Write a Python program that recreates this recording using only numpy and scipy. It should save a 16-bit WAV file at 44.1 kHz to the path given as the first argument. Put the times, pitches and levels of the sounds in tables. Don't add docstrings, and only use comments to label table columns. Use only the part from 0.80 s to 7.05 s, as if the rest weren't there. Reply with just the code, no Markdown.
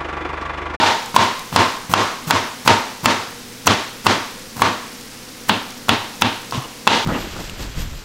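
import sys
import numpy as np
from scipy import signal
from scipy.fft import rfft, irfft, next_fast_len
from scipy.io import wavfile
from scipy.ndimage import uniform_filter1d, map_coordinates

SR = 44100
rng = np.random.default_rng(int(sys.argv[2]) if len(sys.argv) > 2 else 0)


def wrap_up_sound(samples):
    columns = np.atleast_2d(samples).T
    tamed = np.clip(columns, -1, 1)
    steps = np.round(tamed * 32767).astype(np.int16)
    wavfile.write(sys.argv[1], SR, steps)


N = 275625
T = np.arange(int(.8 * SR)) / SR


def amp(db):
    return 10 ** (np.asarray(db) / 20)


def unit(x):
    return x / np.sqrt(np.mean(x ** 2) + 1e-20)


def along(points, hz):
    freqs, values = np.transpose(points)
    return np.interp(np.log(hz + 1), np.log(freqs), values)


def add(track, s, sound):
    start = round(s * SR)
    part = sound[max(0, -start):max(0, N - start)]
    track[max(0, start):][:len(part)] += part


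def noise(spectrum, size):
    m = next_fast_len(size)
    gains = amp(along(spectrum, np.fft.rfftfreq(m, 1 / SR)))
    return unit(irfft(rfft(rng.standard_normal(m)) * gains, m)[:size])


def coloured(x, spectrum):
    m = 2 * next_fast_len(len(x))
    cepstrum = irfft(np.log(amp(along(spectrum, np.fft.rfftfreq(m, 1 / SR)))), m)
    cepstrum[1:m // 2] *= 2
    cepstrum[m // 2 + 1:] = 0
    return irfft(rfft(x, m) * np.exp(rfft(cepstrum)), m)[:len(x)]


def wobble(rate):
    knots = rng.standard_normal(int(N * rate / SR) + 4)
    return map_coordinates(knots, [np.arange(N) * rate / SR])


def fade(t60):
    return np.exp(-np.log(1000) * T / t60)


def rise(attack):
    return 1 - np.exp(-T / attack)


def gate(length, attack, release):
    return rise(attack) * np.exp(-np.maximum(T - length, 0) / release)


def ring(modes, scatter_db, loose=0):
    out = np.zeros(len(T))
    for hz, db, t60 in modes:
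        strength = amp(db + scatter_db * rng.standard_normal())
        out += strength * fade(t60) * np.sin(2 * np.pi * (hz * T + loose * rng.random()))
    return out


# frequency in Hz, level in dB.
HUM_TONES = [(118.4, -49), (242.2, -51), (479.1, -49.5), (511.4, -53), (742.9, -56)]
# frequency in Hz, relative level in dB.
RUMBLE_SPECTRUM = [(15, 10.5), (27, 1), (42, -6), (80, -6), (120, -9), (160, -2), (240, 4.5), (350, -4.5),
                   (500, -4.5), (800, -18), (2500, -34)]
def appliance(rumble_db, tone_trim_db):
    t = np.arange(N) / SR
    hum = np.zeros(N)
    for hz, db in HUM_TONES:
        level = amp(db + tone_trim_db + 3.1 * wobble(7.5))
        hum += level * np.sin(2 * np.pi * hz * t + wobble(4.8))
    return hum + amp(rumble_db) * noise(RUMBLE_SPECTRUM, N)


# frequency in Hz, relative level in dB.
STEAM_SPECTRUM = [(200, -53), (800, 4), (2000, 5), (3500, 3.5), (5500, 4.5), (8000, -1.5), (12000, -5),
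                  (16000, -9.5)]
def pan(hiss_db, crackle_db, pops_per_second, spread_db):
    hiss = amp(hiss_db + 0.35 * wobble(4.55)) * noise(STEAM_SPECTRUM, N)
    draws = rng.random((int(pops_per_second * N / SR), 3))
    when, pitch, faintness = draws.T[:, :, None]
    pop_samples = np.arange(128)
    cycles = 4500 * 3.3 ** pitch * pop_samples / SR
    strength = amp(-spread_db * np.log(faintness + 0.026))
    pops = strength * np.sin(2 * np.pi * cycles) * np.exp(-cycles / 2)
    positions = (when * N).astype(int) + pop_samples
    crackle = np.bincount(positions.ravel(), pops.ravel(), N)[:N]
    return hiss + amp(crackle_db) * unit(crackle)


def ticks(rows, t60, skirt_db):
    out = np.zeros(N)
    for s, peak_db, hz in rows:
        band = [(hz / 4, 2 * skirt_db), (hz / 1.7, skirt_db), (hz, 0), (hz * 1.47, skirt_db)]
        burst = fade(t60) * noise(band, len(T))
        add(out, s, amp(peak_db) * burst / np.abs(burst).max())
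    return out


# start in seconds, peak in dB, pitch in Hz.
LOUD_SPITS = [(.2605, -18.5, 7000), (.594, -18.5, 5000), (4.211, -27, 6200), (4.9052, -23, 5500),
              (4.9776, -25, 5900), (5.2115, -26, 5100), (5.71, -18, 4940)]
def spits(small_count, small_db, spread_db, small_hz):
    small = [(when * N / SR, small_db + spread_db * (2 * size - 1), small_hz * 2 ** (pitch - .5))
             for when, size, pitch in rng.random((small_count, 3))]
    return ticks(list(LOUD_SPITS) + small, t60=0.015, skirt_db=-16)


# frequency in Hz, relative level in dB.
ROOM_SPECTRUM = [(30, -34), (60, -14), (100, 13.5), (145, -1.5), (230, 8), (480, -1), (720, -0.5),
                 (930, -1), (1300, -1.5), (2200, -5), (3600, -8.5), (6300, -17.5), (9500, -30.5),
                 (16000, -45)]
# frequency in Hz, t60 in seconds.
ROOM_T60 = [(80, 0.25), (300, 0.45), (1000, 0.65), (3000, 0.63), (7000, 0.72), (15000, 0.51)]
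def room_tail(build_s):
    hz, t, bands = signal.stft(noise(ROOM_SPECTRUM, len(T)), SR, nperseg=256)
    decay = amp(-60 * t / along(ROOM_T60, hz)[:, None])
    tail = signal.istft(bands * decay, SR)[1][:len(T)]
    return tail * rise(build_s)


# frequency in Hz, level in dB, t60 in seconds.
BOARD_MODES = [(230, -17.5, 0.068), (949, -1.5, 0.019), (1055, -3, 0.017), (1346, 0, 0.013)]
BLADE_MODES = [(2664, -8.5, 0.027), (3410, -15, 0.038)]
COUNTER_MODES = [(81, -3, .28), (103, 5, .28), (183, -3, .28), (226, 3, .3), (250, 4.5, .33), (488, -3, .4),
                 (631, -1, .44), (781, -3, .42), (836, -4, .42), (902, 4, .47), (928, 4.5, .5),
                 (976, -1, .48), (1055, 2.5, .48), (1138, -2, .48), (1351, -2.5, .45), (1492, -3.5, .45),
                 (1643, -7, .45), (1815, -7.5, .45), (2790, -7, .45)]
# frequency in Hz, relative level in dB.
CRACK_SPECTRUM = [(40, -46), (300, -9), (1200, 6.5), (4000, -5), (7000, -13), (15000, -34)]
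def blow(knock_db, clack_db, crack_db, room_db, counter_db):
    board = ring(BOARD_MODES, scatter_db=2)
    blade = amp(clack_db) * ring(BLADE_MODES, scatter_db=3)
    crack = amp(crack_db) * fade(0.029) * noise(CRACK_SPECTRUM, len(T))
    counter = amp(counter_db) * ring(COUNTER_MODES, scatter_db=0.6, loose=0.98) * rise(0.0057)
    room = amp(room_db) * room_tail(build_s=0.0064)
    wall_swell = amp(2.54 * np.exp(-((T - .04) / 0.033) ** 2))
    return amp(knock_db) * (board + blade) + crack + wall_swell * (counter + room)


# frequency in Hz, gain in dB.
TAP_GAINS = [(40, -7), (150, 7), (300, 2.5), (850, 2), (1100, 8), (1450, 1.5), (6000, 10)]
def tap():
    touch = blow(knock_db=-3, clack_db=-6.5, crack_db=-18, room_db=-11.5, counter_db=-30)
    return coloured(touch, TAP_GAINS)


# start in seconds, force in dB.
EARLY_TAPS = [(.3436, -17.5), (.727, -20.5), (1.502, -17), (1.862, -18), (2.2459, -18), (2.8706, -9),
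              (3.261, -13.5), (3.796, -22.5), (5.0843, -18.5), (6.07, -9.5)]
def taps():
    out = np.zeros(N)
    for s, force_db in EARLY_TAPS:
        add(out, s, amp(force_db) * tap())
    return out


# start in seconds, peak in dB, pitch in Hz.
EDGE_CLICKS = [(2.8703, -1, 6400)]
def edge_click():
    return ticks(EDGE_CLICKS, t60=0.022, skirt_db=-21)


def bump(hz, t60, attack):
    return fade(t60) * rise(attack) * np.sin(2 * np.pi * hz * T)


# frequency in Hz, level in dB, t60 in seconds.
SCRAPE_MODES = [(1070, -2, 0.011), (2910, -5.5, 0.0087), (3430, -7, 0.014), (4800, -11, 0.006)]
def drag(length_s, slips_per_second, fade_db_per_s, room_db):
    slips = (rng.random(len(T)) < slips_per_second / SR) * rng.standard_normal(len(T))
    rub = unit(signal.fftconvolve(slips, ring(SCRAPE_MODES, scatter_db=5))[:len(T)])
    rub *= amp(-fade_db_per_s * T) * gate(length_s, attack=.003, release=.006)
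    tail = room_tail(build_s=0.0055)
    room = signal.fftconvolve(rub, tail / np.linalg.norm(tail))[:len(T)]
    return rub + amp(room_db) * room


def glance(land_s, thump_s):
    out = np.zeros(N)
    add(out, land_s, amp(-19) * tap())
    scrape = drag(length_s=0.133, slips_per_second=970, fade_db_per_s=74, room_db=-14)
    add(out, land_s, amp(-26.5) * scrape)
    add(out, thump_s, amp(-10.5) * bump(hz=127, t60=0.1, attack=0.0033))
    return out


# frequency in Hz, relative level in dB.
CRUNCH_SPECTRUM = [(40, -50), (200, -17), (1000, 20.5), (3000, 9.5), (6500, 11), (12000, 6), (16000, 9)]
PUSH_SPECTRUM = [(30, -32), (60, -16), (90, 4), (190, 5), (400, -10), (1000, -7), (2500, -53), (8000, -70)]
def cut(force_db, cut_s, fullness, crunch_db, swell_db=5, grain_db=3):
    depth = np.minimum(T / cut_s, 1)
    flicker = unit(uniform_filter1d(rng.standard_normal(len(T)), size=40))
    grain = unit(amp(grain_db * flicker))
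    crunch = amp(crunch_db + swell_db * (depth - 1.5)) * grain * noise(CRUNCH_SPECTRUM, len(T))
    push = amp(-28.5 + 0.47 * force_db) * noise(PUSH_SPECTRUM, len(T))
    bite = amp(-25 + 1.2 * force_db) * fullness * bump(hz=173, t60=0.093, attack=.003)
    return gate(cut_s + 0.0019, attack=0.0022, release=0.0017) * (crunch + push) + bite


def chop(force_db, fullness, ring_db, ring_hz, ring_width=0.22):
    thud_db = -1.75 - 0.38 * force_db
    snap_db = 7.5 - 8 * fullness
    bright_db = 1 + 0.64 * min(force_db, 0)
    bass = [(35, thud_db - 11), (90, thud_db), (250, thud_db), (400, 0)]
    board = [(ring_hz / (1 + ring_width), 0), (ring_hz, ring_db), (ring_hz * (1 + ring_width), 0)]
    edge = [(2200, 0), (2800, snap_db), (3800, snap_db + 1), (5500, bright_db)]
    knock = blow(knock_db=4, clack_db=snap_db, crack_db=3.5, room_db=-10.5, counter_db=-24.5)
    return amp(force_db) * coloured(knock, bass + board + edge)


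# landing time in seconds, force in dB, length of the cut before it in
# seconds, crunch level in dB, gain of the board's ring in dB, its pitch in Hz.
KNIFE_STROKES = [(-.035, 8, 0.02, -23, 8.5, 875), (.3632, 1.5, 0.021, -22, 8.5, 1020),
                 (0.7613, 1.5, 0.042, -27.5, 6.5, 1050), (1.1377, 2, 0.044, -23, 6.5, 1130),
                 (1.5084, -0.5, 0.039, -22.5, 3.5, 980), (1.8763, 1, 0.028, -21.5, 4.5, 864),
                 (2.258, 0, 0.028, -24, 1.5, 890), (2.8745, -2, 0.018, -15, -1, 940),
                 (3.2664, -0.5, .025, -24.5, 0.5, 1060), (3.8196, -2.5, .06, -27, 4, 1130),
                 (4.6947, -7, 0.014, -19.5, 1.5, 1000), (5.0924, -5.5, 0.011, -20.5, 4.5, 830),
                 (5.4208, -5.5, 0.012, -17, 3, 834), (6.0748, 2, 0.0075, -31, 4.5, 870)]
def strokes(full_cut_s):
    out = np.zeros(N)
    for s, force_db, cut_s, crunch_db, ring_db, ring_hz in KNIFE_STROKES:
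        fullness = min(cut_s / full_cut_s, 1)
        add(out, s - cut_s, cut(force_db, cut_s, fullness, crunch_db))
        add(out, s, chop(force_db, fullness, ring_db, ring_hz))
    return out


def scene():
    hum = appliance(rumble_db=-39.5, tone_trim_db=-0.5)
    frying = pan(hiss_db=-38.5, crackle_db=-48, pops_per_second=290, spread_db=3)
    frying += spits(small_count=16, small_db=-37, spread_db=7, small_hz=9000)
    knife = taps() + edge_click() + glance(land_s=5.724, thump_s=5.775) + strokes(full_cut_s=0.027)
    return (hum + frying + knife)[None]


def limiter(x, threshold_db, attack_s, release_db_per_s, start_db):
    over_db = np.maximum(20 * np.log10(np.abs(x) + 1e-9) - threshold_db, 0)
    ramp_db = release_db_per_s * np.arange(N) / SR
    held_db = np.maximum.accumulate(np.maximum(over_db + ramp_db, start_db), axis=-1) - ramp_db
    pole = np.exp(-1 / (attack_s * SR))
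    duck_db = start_db + signal.lfilter([1 - pole], [1, -pole], held_db - start_db)
    return x * amp(-duck_db)


def record(dry):
    ducked = limiter(dry, threshold_db=4.5, attack_s=0.0011, release_db_per_s=175, start_db=12.5)
    clipped = np.clip(ducked, -1, 1)
    m = next_fast_len(N + SR // 2)
    hz = np.fft.rfftfreq(m, 1 / SR)
    passband = hz / np.hypot(hz, 30) * (hz < 15800)
    return irfft(rfft(clipped, m) * passband, m)[..., :N]


dry = scene()
out = record(dry)
wrap_up_sound(out)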